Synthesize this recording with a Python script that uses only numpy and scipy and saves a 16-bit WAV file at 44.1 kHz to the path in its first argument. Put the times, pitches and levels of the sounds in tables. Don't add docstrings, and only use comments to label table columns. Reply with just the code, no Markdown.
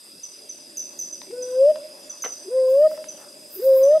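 import sys
import numpy as np
from scipy import signal
from scipy.fft import rfft, irfft, next_fast_len
from scipy.io import wavfile
from scipy.ndimage import uniform_filter1d, map_coordinates

SR = 44100
rng = np.random.default_rng(int(sys.argv[2]) if len(sys.argv) > 2 else 0)


def generate_wav(signal):
    frames = np.transpose(np.atleast_2d(signal))
    scaled = np.clip(frames, -1, 1) * 32767
    pcm = np.round(scaled).astype(np.int16)
    wavfile.write(sys.argv[1], SR, pcm)


N = 176400
T = np.arange(N) / SR


def amp(db):
    return 10 ** (np.asarray(db) / 20)


def unit(x):
    return x / np.sqrt(np.mean(x ** 2) + 1e-20)


def along(points, hz):
    f, v = np.transpose(points)
    return np.interp(np.log(hz + 1), np.log(f + 1), v)


def wobble(rate):
    return map_coordinates(rng.standard_normal(int(N * rate / SR) + 4), [T * rate])


def lump(t, length):
    return np.cos(np.pi * np.clip(t / length, -.5, .5)) ** 2


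def filtered(x, response):
    m = next_fast_len(x.shape[-1] + SR // 4)
    return irfft(rfft(x, m) * response(np.fft.rfftfreq(m, 1 / SR)), m)[..., :x.shape[-1]]


def resonance(hz, half_width_hz):
    return lambda f: 1 / (1 + ((f - hz) / half_width_hz) ** 2)


def panned(x, db):
    return x * amp([[db / 2], [-db / 2]])


def grains(spectrum, per_s, scatter_db):
    hits = (rng.random(N) < per_s / SR) * rng.standard_normal(N)
    hits *= amp(scatter_db * rng.standard_normal(N))
    return unit(filtered(hits, lambda hz: amp(along(spectrum, hz))))


def forest(x, echoes, width):
    t, tail = T[:SR + SR // 2], 0
    for onset, t60, db in echoes:
        decay = amp(-60 * t / t60) * np.clip(2 * t / onset - 1, 0, 1)
        mid, side = rng.standard_normal((2, len(t))) * decay / np.linalg.norm(decay)
        tail = tail + amp(db) * np.array([mid + width * side, mid - width * side])
    return signal.fftconvolve(x[None], tail, axes=1)[:, :N]


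# (frequency [Hz], correlation [-1..1])
LIKENESS = [(60, .7), (130, 0.6), (250, 1), (700, 0.58), (1290, -0.49), (2400, 0.064), (4400, 0.95),
            (8100, 0.75), (15000, 0.52)]

def rush(response, patchy_db):
    cells = signal.stft(rng.standard_normal((2, N)), nperseg=512)[2]
    patches = uniform_filter1d(uniform_filter1d(rng.standard_normal(cells.shape[1:]), 6, 0), 12, 1)
    pair = signal.istft(cells * amp(patchy_db * unit(patches)), nperseg=512)[1][:, :N]
    angle = lambda hz: np.arccos(np.clip(along(LIKENESS, hz), -1, 1)) / 2
    mid, side = filtered(pair, lambda hz: response(hz) * [np.cos(angle(hz)), np.sin(angle(hz))])
    return unit(np.array([mid + side, mid - side]))


def bands(rows):
    return sum(amp(db + 1.3 * wobble(2)) * rush(resonance(hz, width / 2), patchy_db=1.04)
               for hz, width, db in rows)


# (frequency [Hz], relative level [dB])
HUSH_SPECTRUM = [(18, -76), (30, -22.5), (70, -22), (150, -9), (342, -3.5), (1170, -9.5), (2630, -12.5),
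                 (4210, -17), (4920, -8), (5470, -10.5), (5910, -8), (6740, -13.5), (8310, -26.5),
                 (10200, -9), (15600, -46.5)]
# (time [s], level [dB])
HUSH_LEVEL = [(0.0, -54), (3.73, -49), (4.0, -49)]

def leaf_hush():
    db = np.interp(T, *np.transpose(HUSH_LEVEL)) + 1.3 * wobble(3.6)
    return amp(db) * rush(lambda hz: amp(along(HUSH_SPECTRUM, hz)), patchy_db=3)


# (centre [Hz], width [Hz], relative level [dB])
DRONE_BANDS = [(589, 78, 4.5), (316, 200, 6)]
# (time [s], gain [dB])
DRONE_SWELL = [(0.0, -72.5), (0.58, -60.5), (3.61, -61), (4.0, -62.5)]

def drone():
    return amp(np.interp(T, *np.transpose(DRONE_SWELL))) * bands(DRONE_BANDS)


# (centre [Hz], width [Hz], level [dB])
BUZZ_BANDS = [(4894, 324, -54), (8363, 620, -54), (9920, 580, -59), (11520, 1600, -60.5), (3730, 560, -65),
              (7300, 880, -66)]

def far_insects():
    return bands(BUZZ_BANDS)


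# (pitch [Hz], detuning scale [Hz], pulse rate [1/s], level [dB])
CHORUS = [(4986, 45, 43, -54), (2654, 35, 41, -69), (3400, 18, 23, -71.5)]

def trilling_crickets(singers=4, duty=.49):
    out = 0
    for hz, spread, rate, db in CHORUS:
        group = 0
        for haste, detune, offset in rng.standard_normal((singers, 3)):
            beat = np.cumsum(rate * (1 + .036 * haste + .0498 * wobble(3))) / SR + offset
            pitch = hz + spread * (.5 * detune + .3 * wobble(20))
            tone = np.sin(2 * np.pi * np.cumsum(pitch) / SR)
            group = group + amp(1.9 * wobble(2)) * lump(beat % 1 - .5, duty) * tone
        out = out + amp(db) * unit(group)
    return out + forest(out, [(.01, .501, -.43)], width=.62)


# (first tick [s], period [s], pitch [Hz])
TICKING = [(.04, .667, 7160), (.425, .676, 7450), (.265, .678, 7370), (.225, .676, 7270)]
# (onset [s], t60 [s], level [dB])
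INSECT_ECHO = [(0.001, .6, -7.5)]

def ticking_crickets(levels_db=(-51.5, -56.5, -57.5, -57), tick_s=.032, fall_hz=120):
    out = 0
    for (first, period, hz), db in zip(TICKING, levels_db):
        t = (T - first + period / 2) % period - period / 2
        cycles = hz * t - fall_hz * t * t / tick_s / 2
        out = out + amp(db) * lump(t, tick_s) * np.sin(2 * np.pi * cycles)
    return out + forest(out, INSECT_ECHO, width=.6)


# (time [s], gain [dB])
SOFT_CALLS = [(0.2346, -30), (0.4945, -30), (1.127, -29), (1.4241, -30.5), (2.0985, -30), (2.3194, -30.5),
              (3.0869, -30.5), (3.8332, -31)]
LOUD_CALLS = [(0.7723, -20), (0.9915, -20), (2.2234, -19.5)]
# (delay [s], nominal length [s], pitch [Hz], level [dB])
SOFT_CHIRP = [(.002, .011, 6060, 0.5), (.008, .011, 6070, 2), (.02, .007, 5910, -1.5),
              (.024, .005, 6050, -5.5), (.029, .008, 5980, -2), (.035, .007, 5980, -9.5)]
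LOUD_CHIRP = [(.002, 0.0092, 6150, -4.5), (.01, .011, 6112, -2), (.022, 0.008, 5960, -7.5),
              (0.031, 0.019, 6087, -6), (0.04, 0.011, 5990, -12), (.047, 0.0061, 6100, -6.5),
              (.054, 0.0072, 6050, -8), (0.061, 0.0056, 6090, -12.5), (0.083, 0.013, 6100, -11.5)]

def near_insect(calls, pulses, octave_db, octave_fade_db_per_s=251.5):
    t = T[:SR // 5] - .01
    octave = amp(octave_db - octave_fade_db_per_s * t)
    tick = unit(filtered(rng.standard_normal(len(t)), resonance(6400, half_width_hz=400)))
    chirp = amp(-16) * lump(t + .0013, .0077) * tick
    for delay, length, hz, db in pulses:
        phase = 2 * np.pi * hz * t
        chirp += amp(db) * lump(t - delay, 1.14 * length) * (np.sin(phase) + octave * np.sin(2 * phase))
    starts = np.zeros(N)
    for s, db in calls:
        starts[round((s - .01) * SR)] = amp(db)
    chirps = signal.fftconvolve(starts, chirp)[:N]
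    ping = amp(.5) * lump(t - .006, .006) * np.sin(2 * np.pi * 6040 * t)
    blur = forest(signal.fftconvolve(starts, ping)[:N], [(.019, .4, -2)], width=.6)
    return panned(chirps, -2) + forest(chirps, INSECT_ECHO, width=.6) + blur


# (time [s], level [dB], centre [Hz], width [octaves], t60 [s], left-right [dB], relative ring [dB])
TWIG_SNAPS = [(1.217, -28.5, 3100, 1.35, 0.007, 9, -7), (1.31, -39.5, 1100, 2.8, 0.014, 4, -27),
              (1.758, -32.5, 2190, 1.7, 0.015, 4.5, -1), (2.240, -22, 1410, 1.15, 0.02, -8, -30),
              (2.249, -21.5, 670, 3.1, 0.025, -0.5, -18), (2.260, -26.5, 1810, 0.9, 0.011, -6, -20),
              (2.261, -24.5, 568, 0.92, 0.027, 1, -22.5), (2.914, -40, 1280, 0.98, 0.026, 2, 2),
              (2.976, -40.5, 1310, 1, 0.021, -1.5, -5), (3.042, -35.5, 1950, 3.6, 0.014, -15, -5.5)]
# (onset [s], t60 [s], level [dB])
LEAF_ECHO = [(.006, 0.295, -9)]

def snaps(wood_hz=963, wood_t60_s=.016, top_hz=7000):
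    out, t = np.zeros((2, N)), T[:SR // 10]
    lead = 128
    for s, db, hz, octaves, t60, pan_db, wood_db in TWIG_SNAPS:
        crack = np.roll(rng.standard_normal(len(t)) * amp(-60 * t / t60), lead)
        band = lambda f: np.exp(-2 * (np.log2((f + 1) / hz) / octaves) ** 2) / (1 + (f / top_hz) ** 10)
        crack = filtered(crack, band)
        ring = amp(wood_db - 60 * t / wood_t60_s) * np.sin(2 * np.pi * wood_hz * t)
        burst = crack / abs(crack).max() + np.roll(ring, lead)
        at = round(s * SR) - lead
        out[:, at:at + len(t)] += panned(amp(db) * burst, pan_db)
    return out + forest(out.mean(0), LEAF_ECHO, width=.7)


# (time from the note's start [s], pitch [Hz])
GRUNT_PITCH = [(-.065, 325), (-.042, 398), (-.022, 355), (-.012, 392), (0, 468)]

def hoot_pitch(start, end, plateau, scoop, scoop_s, sag, rise, middle, rise_s, drop, drop_s=.013):
    t = np.clip(T, start, end)
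    hz = plateau - scoop * np.exp((start - t) / scoop_s) - sag * (t - start)
    hz += rise / (1 + np.exp((middle - t) / rise_s))
    hz -= drop * np.exp((t - end) / drop_s)
    grunt = np.interp(T - start, *np.transpose(GRUNT_PITCH))
    return uniform_filter1d(np.where(T < start, grunt, hz), size=250)


# (time [s], level [dB])
HOOT_LEVELS = [
    [(1.27, -57.5), (1.3, -45), (1.336, -29.5), (1.364, -38.5), (1.386, -28.5), (1.466, -33),
     (1.528, -27.5), (1.618, -11.5), (1.694, -12.5), (1.714, -14.5), (1.735, -37.5)],
    [(2.42, -57.5), (2.476, -39), (2.548, -20), (2.58, -16), (2.668, -17), (2.85, -11.5), (2.876, -12.5),
     (2.892, -68.5)],
    [(3.553, -64), (3.563, -41), (3.594, -35.5), (3.672, -12.5), (3.73, -11.5), (3.794, -17),
     (3.836, -12.5), (3.956, -12.5), (3.976, -14.5), (3.992, -49)],
]
# (start [s], end [s], plateau [Hz], scoop [Hz], scoop time [s], sag [Hz/s],
# full rise [Hz], middle of rise [s], rise time [s], last drop [Hz])
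HOOT_NOTES = [(1.319, 1.722, 512.4, 43, .04, 107, 723, 1.783, .068, 92),
              (2.5, 2.88, 551.6, 97, .032, 324, 300, 2.816, .057, 63),
              (3.613, 3.982, 556.4, 101, .024, 251, 253, 3.9215, .05, 46)]
# (overtone frequency [Hz], level [dB])
THROAT_RESPONSE = [(900, -61), (1040, -52.5), (1120, -53.5), (1195, -58.5), (1255, -46), (1520, -58),
                   (1660, -72.5), (1810, -59), (1900, -59.5), (2050, -76), (2420, -69.5), (3050, -62.5)]

def frogmouth(pans_db=(1.6, .9, .44), octaves_db=(-6, -.5, -1), break_s=.007, swell_db=6.5):
    out = 0
    for contour, note, pan_db, octave_db in zip(HOOT_LEVELS, HOOT_NOTES, pans_db, octaves_db):
        start, end = note[:2]
        hz = hoot_pitch(*note)
        phase = 2 * np.pi * np.cumsum(hz) / SR
        db = np.interp(T, *np.transpose(contour), -120, -120)
        effort_db, overtones = .2 * (db + 10.5), 0
        for k in range(2, 6):
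            throat_db = along(THROAT_RESPONSE, k * hz) + octave_db * (k == 2)
            flicker_db = 4 * wobble(70)
            overtones += amp(effort_db + throat_db + flicker_db) * np.sin(k * phase)
        gate = uniform_filter1d(1. * (T > start + .012) * (T < end), size=400)
        u = (T - start) / break_s
        swell, dip = amp(swell_db * np.exp(-(u + 2) ** 2)), 1 - .69 * np.exp(-u * u)
        voice = uniform_filter1d(amp(db), size=300) * swell * dip
        hoot = np.sqrt(2) * (voice * np.sin(phase) + gate * overtones)
        out = out + panned(hoot, pan_db) + trunk_answer(hoot)
    return out


# (delay [s], level [dB], left-right [dB])
TRUNK_RETURNS = [(.066, -20, -0.5), (.15, -25.5, -1)]
# (onset [s], t60 [s], level [dB])
HOOT_TAIL = [(.05, .38, -23.5), (0.062, 1.75, -26)]

def trunk_answer(hoot):
    far = filtered(hoot, lambda f: resonance(620, half_width_hz=75)(f) ** .5)
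    returns = sum(panned(amp(db) * np.pad(far, (round(s * SR), 0))[:N], pan_db)
                  for s, db, pan_db in TRUNK_RETURNS)
    return returns + forest(far, HOOT_TAIL, width=.2)


# (centre [s], length [s], pitch [Hz], level [dB])
THIN_WHISTLES = [(2.109, .24, 7100, -52), (2.922, 0.15, 7300, -64)]

def whistles():
    out = sum(amp(db) * lump(T - s, length) * np.sin(2 * np.pi * hz * T)
              for s, length, hz, db in THIN_WHISTLES)
    return out + forest(out, INSECT_ECHO, width=.6)


# (centre [s], length [s], level [dB])
LEAF_STIRS = [(2.297, 0.19, -60), (3.201, 0.31, -53.5), (3.773, 0.66, -54)]
# (frequency [Hz], relative level [dB])
LEAF_SPECTRUM = [(300, -9.5), (800, 4.5), (1500, -1), (4000, -18), (11000, -7.5), (15700, -27)]

def rustles():
    swell = sum(amp(db) * lump(T - s, length) for s, length, db in LEAF_STIRS) * amp(1.8 * wobble(24.94))
    leaves = swell * grains(LEAF_SPECTRUM, per_s=2500, scatter_db=2.5)
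    return leaves + forest(leaves, LEAF_ECHO, width=1.2)


# (peak time [s], level [dB], fall [dB/s])
WING_STROKES = [(2.705, -49, 198), (2.81, -54, 227.5), (2.912, -52, 198.5), (3.559, -34.5, 503),
                (3.654, -35, 348.5), (3.777, -34.5, 284.5)]
# (frequency [Hz], relative level [dB])
WING_SPECTRUM = [(8000, -37.5), (10000, -21), (10600, -9.5), (11400, 1), (13600, 4), (15000, 2.5),
                 (15600, -1.5)]

def katydid(rise_db_per_s=315):
    strokes = sum(amp(db - np.where(T < s, rise_db_per_s * (s - T), fall * (T - s)))
                  for s, db, fall in WING_STROKES)
    rasp = strokes * grains(WING_SPECTRUM, per_s=5600, scatter_db=1)
    return rasp + forest(rasp, [(.004, .15, -5.5), (.03, .6, -13.5)], width=.8)


def scene():
    bed = leaf_hush() + drone() + far_insects() + trilling_crickets() + ticking_crickets()
    near = near_insect(SOFT_CALLS, SOFT_CHIRP, octave_db=-32.5)
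    near += near_insect(LOUD_CALLS, LOUD_CHIRP, octave_db=-17)
    return bed + near + snaps() + frogmouth() + whistles() + rustles() + katydid()


def record(dry):
    low_cut_hz, top_hz = 85, 15719
    return filtered(dry, lambda hz: (1j * hz / (low_cut_hz + 1j * hz)) ** 2 * (hz < top_hz))


dry = scene()
out = record(dry)
generate_wav(out)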